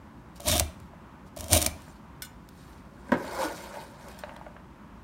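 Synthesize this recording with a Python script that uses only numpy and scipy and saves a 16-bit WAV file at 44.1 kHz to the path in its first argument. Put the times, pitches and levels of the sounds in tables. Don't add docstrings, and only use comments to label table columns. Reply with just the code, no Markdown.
import sys
import numpy as np
from scipy import signal
from scipy.fft import rfft, irfft
from scipy.io import wavfile
from scipy.ndimage import map_coordinates

SR = 44100
rng = np.random.default_rng(int(sys.argv[2]) if len(sys.argv) > 2 else 0)


def wav_record(signal):
    frames = np.transpose(np.atleast_2d(signal))
    bounded = np.clip(frames, -1, 1)
    quanta = np.round(bounded * 32767).astype(np.int16)
    wavfile.write(sys.argv[1], SR, quanta)


N = 221866
TIME = np.arange(N) / SR
RING = TIME[:SR // 2]
TOP_HZ = 15800
JOLT_HZ = 450


def undb(db):
    return 10 ** (np.asarray(db) / 20)


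def unit(x):
    return x / np.sqrt(np.mean(x ** 2))


def blow(x):
    return x / np.sqrt(np.mean(x[:SR // 200] ** 2))


def colour(x, points):
    hz, db = np.transpose(points)
    f = np.maximum(np.arange(N // 2 + 1) * SR / N, 1)
    gain = undb(np.interp(np.log(f), np.log(hz), db))
    return irfft(rfft(x) * gain, N)


def cut(x, hz, kind, order=2):
    sos = signal.butter(order, min(hz, SR / 2 - 1), kind, fs=SR, output="sos")
    return signal.sosfilt(sos, x)


def through(x, response):
    return signal.fftconvolve(x, response)[:N]


def scramble(x):
    return x * rng.choice([-1, 1], N)


def add(track, s, sound):
    i = int(s * SR)
    track[i:i + len(sound)] += sound[:N - i]


def walk(rate_hz):
    return unit(cut(rng.standard_normal(N), rate_hz, "low"))


def swell(s, half_s):
    return np.exp(-((TIME - s) / half_s) ** 2)


def body(modes):
    out = 0
    for k, (hz, width, db) in enumerate(modes):
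        level = undb(db) * 2 * np.pi * width / SR
        out = out + (-1) ** k * level * np.exp(-np.pi * width * RING) * np.sin(2 * np.pi * hz * RING)
    return out


def plate(count, width_hz):
    stray, level, phase = rng.random((3, count))
    hz = 1500 + 14500 * (np.arange(count) + stray) / count
    short = RING[:SR // 10]
    modes = np.sin(2 * np.pi * (np.outer(hz, short) + phase[:, None]))
    ring = undb(14 * level) @ modes
    ring *= np.exp(-np.pi * width_hz * short)
    return ring / np.sqrt(np.sum(ring ** 2))


def shimmer(x, db, count, width_hz):
    return x + undb(db) * through(scramble(x), plate(count, width_hz))


def friction(rate, spread_db, slip_s, smooth):
    size = undb(spread_db * np.clip(rng.standard_normal(N), -2, 2))
    slips = (rng.random(N) < rate / SR) * size ** 2
    power = signal.lfilter([1], [1, -np.exp(-2 / (slip_s * SR))], slips)
    return unit(np.sqrt(power / power.mean() + smooth) * rng.standard_normal(N))


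SHIFT_DB, SHIFT_HZ = 2.5, 22
WAVER = 0.04


def travelling(x, modes):
    wood = np.zeros(N)
    for k, mode in enumerate(modes):
        wood += (-1) ** k * through(x, body([mode])) * undb(SHIFT_DB * walk(SHIFT_HZ))
    lag_s = WAVER * walk(SHIFT_HZ) / (2 * np.pi * SHIFT_HZ)
    return unit(map_coordinates(wood, [(TIME - lag_s) * SR], mode="mirror"))


# frequency in Hz, relative level in dB per Hz.
ROOM_NOISE_SPECTRUM = [(15, -41.5), (25, -14), (59, 2.5), (96, -8.5), (198, -2.5), (267, -8.5), (399, -14),
                       (445, -23.5), (523, -16.5), (741, -19.5), (945, -13.5), (2060, -28), (2420, -30.5),
                       (4150, -39.5), (15500, -50.5)]
KITCHEN_DB = -48
DRIFT_DB, DRIFT_HZ = 1, 3.3


def kitchen():
    noise = undb(KITCHEN_DB) * unit(colour(rng.standard_normal(N), ROOM_NOISE_SPECTRUM))
    middle = colour(noise, [(300, -30), (800, 0), (2500, 0), (6000, -20)])
    return noise + middle * (undb(DRIFT_DB * walk(DRIFT_HZ)) - 1)


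def room(x, early_db, early_s, late_db, t60_s, treble_t60_s):
    noise = rng.standard_normal((3, len(RING)))
    early = undb(early_db) * unit(noise[0] * np.exp(-RING / early_s) * (RING > 0.002))
    low = cut(noise[1], 3500, "low", order=1) * np.exp(-np.log(1000) * RING / t60_s)
    high = cut(noise[2], 3700, "high", order=1) * np.exp(-np.log(1000) * RING / treble_t60_s)
    late = undb(late_db) * unit((low + high) * (RING > 0.009))
    wet = through(x, (early + late) / np.sqrt(len(RING)))
    return colour(wet, [(70, 8), (300, 6), (700, -0.5), (2000, 3.5), (6000, -6.0), (14000, -7.5)])


# start in seconds, level in dB, brightness (low-pass) in Hz.
PIECE_DROPS = [(.934, -46, 983), (1.879, -47.5, 1450), (3.242, -46, 1177), (3.769, -38.5, 1080),
               (4.236, -32.5, 3900), (4.293, -40.5, 2450), (4.363, -43, 5020), (4.412, -40.5, 1200),
               (4.464, -39, 1710), (4.565, -44.5, 1830)]
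# frequency in Hz, width in Hz, relative level in dB.
PIECE_RESONANCES = [(600, 60, 3), (905, 130, 1), (1670, 310, -3), (2720, 900, -8), (4000, 1100, -12.5)]
# middle in seconds, level in dB, half length in seconds.
ROLLING_PIECES = [(3.753, -42.5, 0.016), (4.287, -51, 0.25)]


def drops():
    out = np.zeros(N)
    wood = body(PIECE_RESONANCES)
    for s, db, bright_hz in PIECE_DROPS:
        contact = rng.standard_normal(len(RING)) * np.exp(-RING / 0.0025)
        pat = cut(through(contact, wood), bright_hz, "low", order=3)
        add(out, s, undb(db) * blow(pat))
    patter = friction(rate=200, spread_db=2, slip_s=0.002, smooth=0.3)
    rolling = unit(cut(through(patter, wood), 1260, "low"))
    return out + rolling * sum(undb(db) * swell(s, half_s) for s, db, half_s in ROLLING_PIECES)


# frequency in Hz, relative level in dB per Hz.
STALK_HISS_SPECTRUM = [(700, -1), (1500, 4), (2200, -1), (2700, -1), (4500, 0.5), (9000, -4), (12000, -8),
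                       (15500, -12)]
RUSTLE_DB, RUSTLE_HZ = 2, 16


def rustle(count):
    slips = friction(rate=550, spread_db=3.7, slip_s=0.0008, smooth=0.6)
    grains = rfft(shimmer(slips, db=1, count=150, width_hz=35))
    place = np.interp(np.arange(len(grains)) * SR / N, [0, TOP_HZ], [0, count - 1])
    crackle = np.zeros(N)
    for k in range(count):
        band = irfft(grains * np.maximum(1 - abs(place - k), 0), N)
        crackle += band * undb(RUSTLE_DB * walk(RUSTLE_HZ))
    return unit(colour(crackle, STALK_HISS_SPECTRUM))


def shove(s, rise_s, fall_s):
    return np.exp(-np.maximum((s - TIME) / rise_s, (TIME - s) / fall_s))


# peak in seconds, wood level in dB,
# hiss level in dB, rise in seconds, fall in seconds.
BLADE_SHOVES = [(3.412, -30.5, -40, 0.13, 0.081), (3.78, -44, -51, 0.17, .08),
                (4.093, -45.5, -52, 0.058, 0.017)]
# frequency in Hz, width in Hz, relative level in dB.
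RUBBED_WOOD_RESONANCES = [(366, 45, -5.5), (548.5, 42.5, 0.5), (637, 62, -4), (907, 75, -0.5),
                          (1080, 200, -10.5), (1470, 100, -8.5), (2150, 230, -17.5)]
# middle in seconds, pitch in Hz,
# peak amplitude in dB, half length in seconds.
BLADE_GROANS = [(3.408, 535, -25, 0.017), (3.457, 320, -28.5, 0.0083), (3.456, 1460, -37.5, 0.037)]
# middle in seconds, level in dB, half length in seconds.
STALK_BRUSHES = [(0.37, -52, 0.014), (0.82, -67, 0.049), (1.276, -61, 0.014), (1.83, -60.5, 0.15),
                 (2.652, -61.5, 0.14), (3.203, -62, 0.037), (3.627, -57, 0.06), (4.021, -61, 0.016),
                 (4.199, -60.5, 0.037), (4.3, -66, 0.2)]
HISS_LAG_S = 0.023


def slide():
    rub = friction(rate=420, spread_db=2.5, slip_s=0.002, smooth=0.9)
    wood = travelling(rub, RUBBED_WOOD_RESONANCES)
    hiss = rustle(count=12)
    out = np.zeros(N)
    for s, wood_db, hiss_db, rise_s, fall_s in BLADE_SHOVES:
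        out += undb(wood_db) * wood * shove(s, rise_s, fall_s)
        out += undb(hiss_db) * hiss * shove(s + HISS_LAG_S, rise_s, fall_s)
    wobble = 0.14 * unit(cut(rub, 36, "low"))
    for s, hz, db, half_s in BLADE_GROANS:
        out += undb(db) * swell(s, half_s) * np.sin(2 * np.pi * hz * TIME + wobble)
    return out + hiss * sum(undb(db) * swell(s, half_s) for s, db, half_s in STALK_BRUSHES)


# start in seconds, level in dB,
# change of the hollow middle modes in dB.
SET_DOWN_KNOCKS = [(3.091, -43.5, -9), (3.119, -19, -1), (3.138, -28.5, -21), (3.153, -43, -3)]
# frequency in Hz, width in Hz,
# relative level in dB before the change of the middle modes.
FLAT_BLADE_RESONANCES = [(117, 12, -6), (160, 14, -4), (232, 30, 2.5), (292, 24, 1.5), (358, 24, -6),
                         (530, 38, -3), (590, 50, 1), (955, 40, -2), (1005, 36, -4), (1513, 32, -7),
                         (1640, 80, -9), (1910, 50, -17), (2160, 35, -17)]


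def knocks():
    out = np.zeros(N)
    for s, db, hollow_db in SET_DOWN_KNOCKS:
        modes = [(hz, width, level + hollow_db * (450 < hz < 800))
                 for hz, width, level in FLAT_BLADE_RESONANCES]
        noise = rng.standard_normal(len(RING))
        dull = cut(cut(noise, 690, "low"), 154, "high", order=3)
        rattle = dull * np.exp(-RING / 0.023)
        click = cut(noise, 2000, "low", order=1) * np.exp(-RING / 0.0037)
        knock = blow(body(modes)) + undb(-19) * unit(rattle) + undb(-19) * blow(click)
        add(out, s, undb(db) * knock)
    return out


# start in seconds, level in dB before the balance of its parts,
# ring length as a share of the free decay.
BLADE_TAPS = [(2.221, -41, 0.82), (2.248, -51.5, 0.84), (2.489, -59, 0.1), (4.189, -54, 0.6)]
# frequency in Hz, relative level in dB, free decay by 60 dB in seconds.
FREE_BLADE_RESONANCES = [(1491, -4, .27), (2146, -9, .14), (2900, -13, .2), (3490, -7, .19),
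                         (4200, -9, .16), (5216, -1, .12), (5680, -7, .09), (6282, -15, .15),
                         (7025, -10, .22), (7320, -11, .14), (8393, -7, .12), (8676, -3, .11),
                         (13450, -10, .11), (14120, -12, .12)]


def tings():
    out = np.zeros(N)
    for s, db, share in BLADE_TAPS:
        ring = np.zeros(len(RING))
        for hz, level, t60_s in FREE_BLADE_RESONANCES:
            decay = np.exp(-np.log(1000) * RING / (t60_s * share))
            ring += undb(level) * decay * np.sin(2 * np.pi * (hz * RING + rng.random()))
        tick = cut(rng.standard_normal(len(RING)), 1330, "high") * np.exp(-RING / 0.0031)
        spray = plate(count=60, width_hz=24.0 / share)
        add(out, s, undb(db) * (undb(2.5) * blow(ring) + undb(4.5) * blow(tick)))
        add(out, s, undb(db + 3.5) * blow(spray))
    return out


# start in seconds, level in dB.
BOARD_BUMPS = [(0.536, -35), (.611, -23), (0.677, -39), (0.814, -40), (1.389, -34), (1.562, -28),
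               (1.674, -29.5)]


def bumps():
    out = np.zeros(N)
    thud = blow(cut(body([(88.5, 37, 0)]), 200, "low"))
    for s, db in BOARD_BUMPS:
        add(out, s, undb(db) * thud)
    return out


# frequency in Hz, width in Hz, relative level in dB.
PRESSED_EDGE_RESONANCES = [(2350, 93, 6), (3770, 260, 3), (5550, 260, 2), (9260, 350, -1.5)]


def steel(x):
    return x + through(scramble(x), body(PRESSED_EDGE_RESONANCES))


def snap(length_s):
    t = RING[:2048]
    shape = np.exp(-(t / length_s) ** 2)
    phase = np.angle(rfft(shape * rng.standard_normal(len(t))))
    even = irfft(np.exp(1j * phase))
    burst = even * np.exp(-(t / (2 * length_s)) ** 2)
    return unit(burst) * np.sqrt(np.mean(shape ** 2))


# start in seconds,
# level in dB before steel and board answer, length in seconds.
EDGE_CATCHES = [(0.404, -35.5, 0.0025), (0.481, -17, 0.0019), (0.4853, -15.5, 0.0019),
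                (0.516, -18.5, 0.0021), (0.525, -20.5, .0018), (0.54, -28, 0.0017), (0.563, -29, .002),
                (.569, -21.5, 0.002), (0.58, -18.5, .002), (0.592, -27, 0.0017), (.5967, -10.5, 0.0023),
                (0.599, -16.5, 0.0021), (.801, -48.5, 0.0017), (1.364, -40.5, .003), (1.375, -37.5, 0.0036),
                (1.389, -39, 0.0021), (1.398, -34, .0016), (1.408, -25.5, .0013), (1.442, -32.5, 0.0022),
                (1.483, -34, .0026), (1.5257, -18, 0.0012), (1.5314, -7, .0023), (1.5377, -11, 0.00074),
                (1.55, -15.5, 0.0016), (1.5696, -16.5, 0.0022), (1.576, -20, .0013), (1.596, -28, .0013),
                (1.617, -20.5, 0.0042), (1.626, -16.5, 0.0024), (1.647, -25, 0.0022),
                (1.6631, -13.5, .0036), (1.8194, -48, 0.0031), (1.884, -52, .002), (4.0851, -43.5, 0.0023),
                (4.365, -48, 0.0014)]
# frequency in Hz, gain in dB.
CATCH_SPECTRUM = [(300, -6.5), (1500, -6.5), (4000, -3.5), (6500, 2), (9500, 3), (11000, -1), (15500, -5)]
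# frequency in Hz, width in Hz,
# relative level in dB.
BOARD_RESONANCES = [(80, 26, 5.5), (108, 26, 0), (156, 26, -3), (310, 70, -5), (570, 80, -2), (655, 85, 2),
                    (740, 100, -5), (1000, 200, -13)]


def catches():
    snaps = np.zeros(N)
    for s, db, length_s in EDGE_CATCHES:
        add(snaps, s, undb(db) * snap(length_s))
    bright = colour(steel(snaps), CATCH_SPECTRUM)
    board = cut(through(snaps, body(BOARD_RESONANCES)), JOLT_HZ, "high", order=3)
    return undb(-0.5) * bright + undb(2) * board


BITE_S, EASE_S, LIFT_S = 0.039, 0.026, 0.0061


def pressure(stroke, skim_db, eased_db):
    lands, bites, eases, lifts = stroke
    corners = [bites - BITE_S, bites, eases, eases + EASE_S]
    db = np.interp(TIME, corners, [skim_db, 0, 0, eased_db])
    return undb(db) * (TIME >= lands) * np.exp(-np.maximum(TIME - lifts, 0) / LIFT_S)


# landing, bite, easing and lift in seconds,
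# rasp and board levels at full pressure in dB, singing steel in Hz,
# rasp of the lighter finish in dB against full pressure.
EDGE_STROKES = [(0.399, 0.476, 0.5564, .604, -28.5, -28, 3700, -5),
                (1.367, 1.527, 1.572, 1.672, -25.5, -24, 9300, -10)]
# frequency in Hz, relative level in dB per Hz.
RASP_SPECTRUM = [(400, -6), (900, -8), (1900, -4.5), (3000, 0), (5000, -1), (6400, 3), (7700, -3.5),
                 (9700, 0), (10600, -4), (13000, -3), (15500, -8.5)]
SKIM_DB, BOARD_SKIM_DB, BOARD_EASED_DB = -23.5, -18.5, -13.5
SING_DB, SING_WIDTH_HZ = -5, 400
TAP_DB, RELEASE_DB = -16, 0.5


def sweeps():
    slips = friction(rate=950, spread_db=3.4, slip_s=0.0005, smooth=0.3)
    ringing = shimmer(slips, db=-2, count=90, width_hz=70)
    rasp = unit(colour(steel(ringing), RASP_SPECTRUM))
    board = travelling(slips, BOARD_RESONANCES)
    tap = blow(cut(body(BOARD_RESONANCES), JOLT_HZ, "high"))
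    out = np.zeros(N)
    for *stroke, rasp_db, board_db, sing_hz, eased_db in EDGE_STROKES:
        force = pressure(stroke, SKIM_DB, eased_db)
        board_force = pressure(stroke, BOARD_SKIM_DB, BOARD_EASED_DB)
        sing = unit(through(scramble(slips), body([(sing_hz, SING_WIDTH_HZ, 0)])))
        out += undb(rasp_db) * force * (rasp + undb(SING_DB) * force * sing)
        out += undb(board_db) * board_force * board
        lands, _, eases, lifts = stroke
        add(out, lands, undb(board_db + TAP_DB) * tap)
        tension = min(1, (2 * EASE_S / (lifts - eases)) ** 2)
        add(out, lifts, undb(board_db + RELEASE_DB) * tension * tap)
    return out


def scene():
    near = drops() + slide() + knocks() + tings() + bumps() + catches() + sweeps()
    wet = room(near, early_db=-11, early_s=0.021, late_db=-13.5, t60_s=0.45, treble_t60_s=0.34)
    return (near + wet + kitchen())[None]


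def record(dry):
    notched = signal.lfilter(*signal.iirnotch(10430, 42, fs=SR), dry)
    heard = 0.5 * notched + 0.5 * dry
    heard = cut(heard, 50, "high", order=3)
    top = signal.ellip(10, 0.2, 70, TOP_HZ, fs=SR, output="sos")
    return signal.sosfilt(top, heard)


dry = scene()
out = record(dry)
wav_record(out)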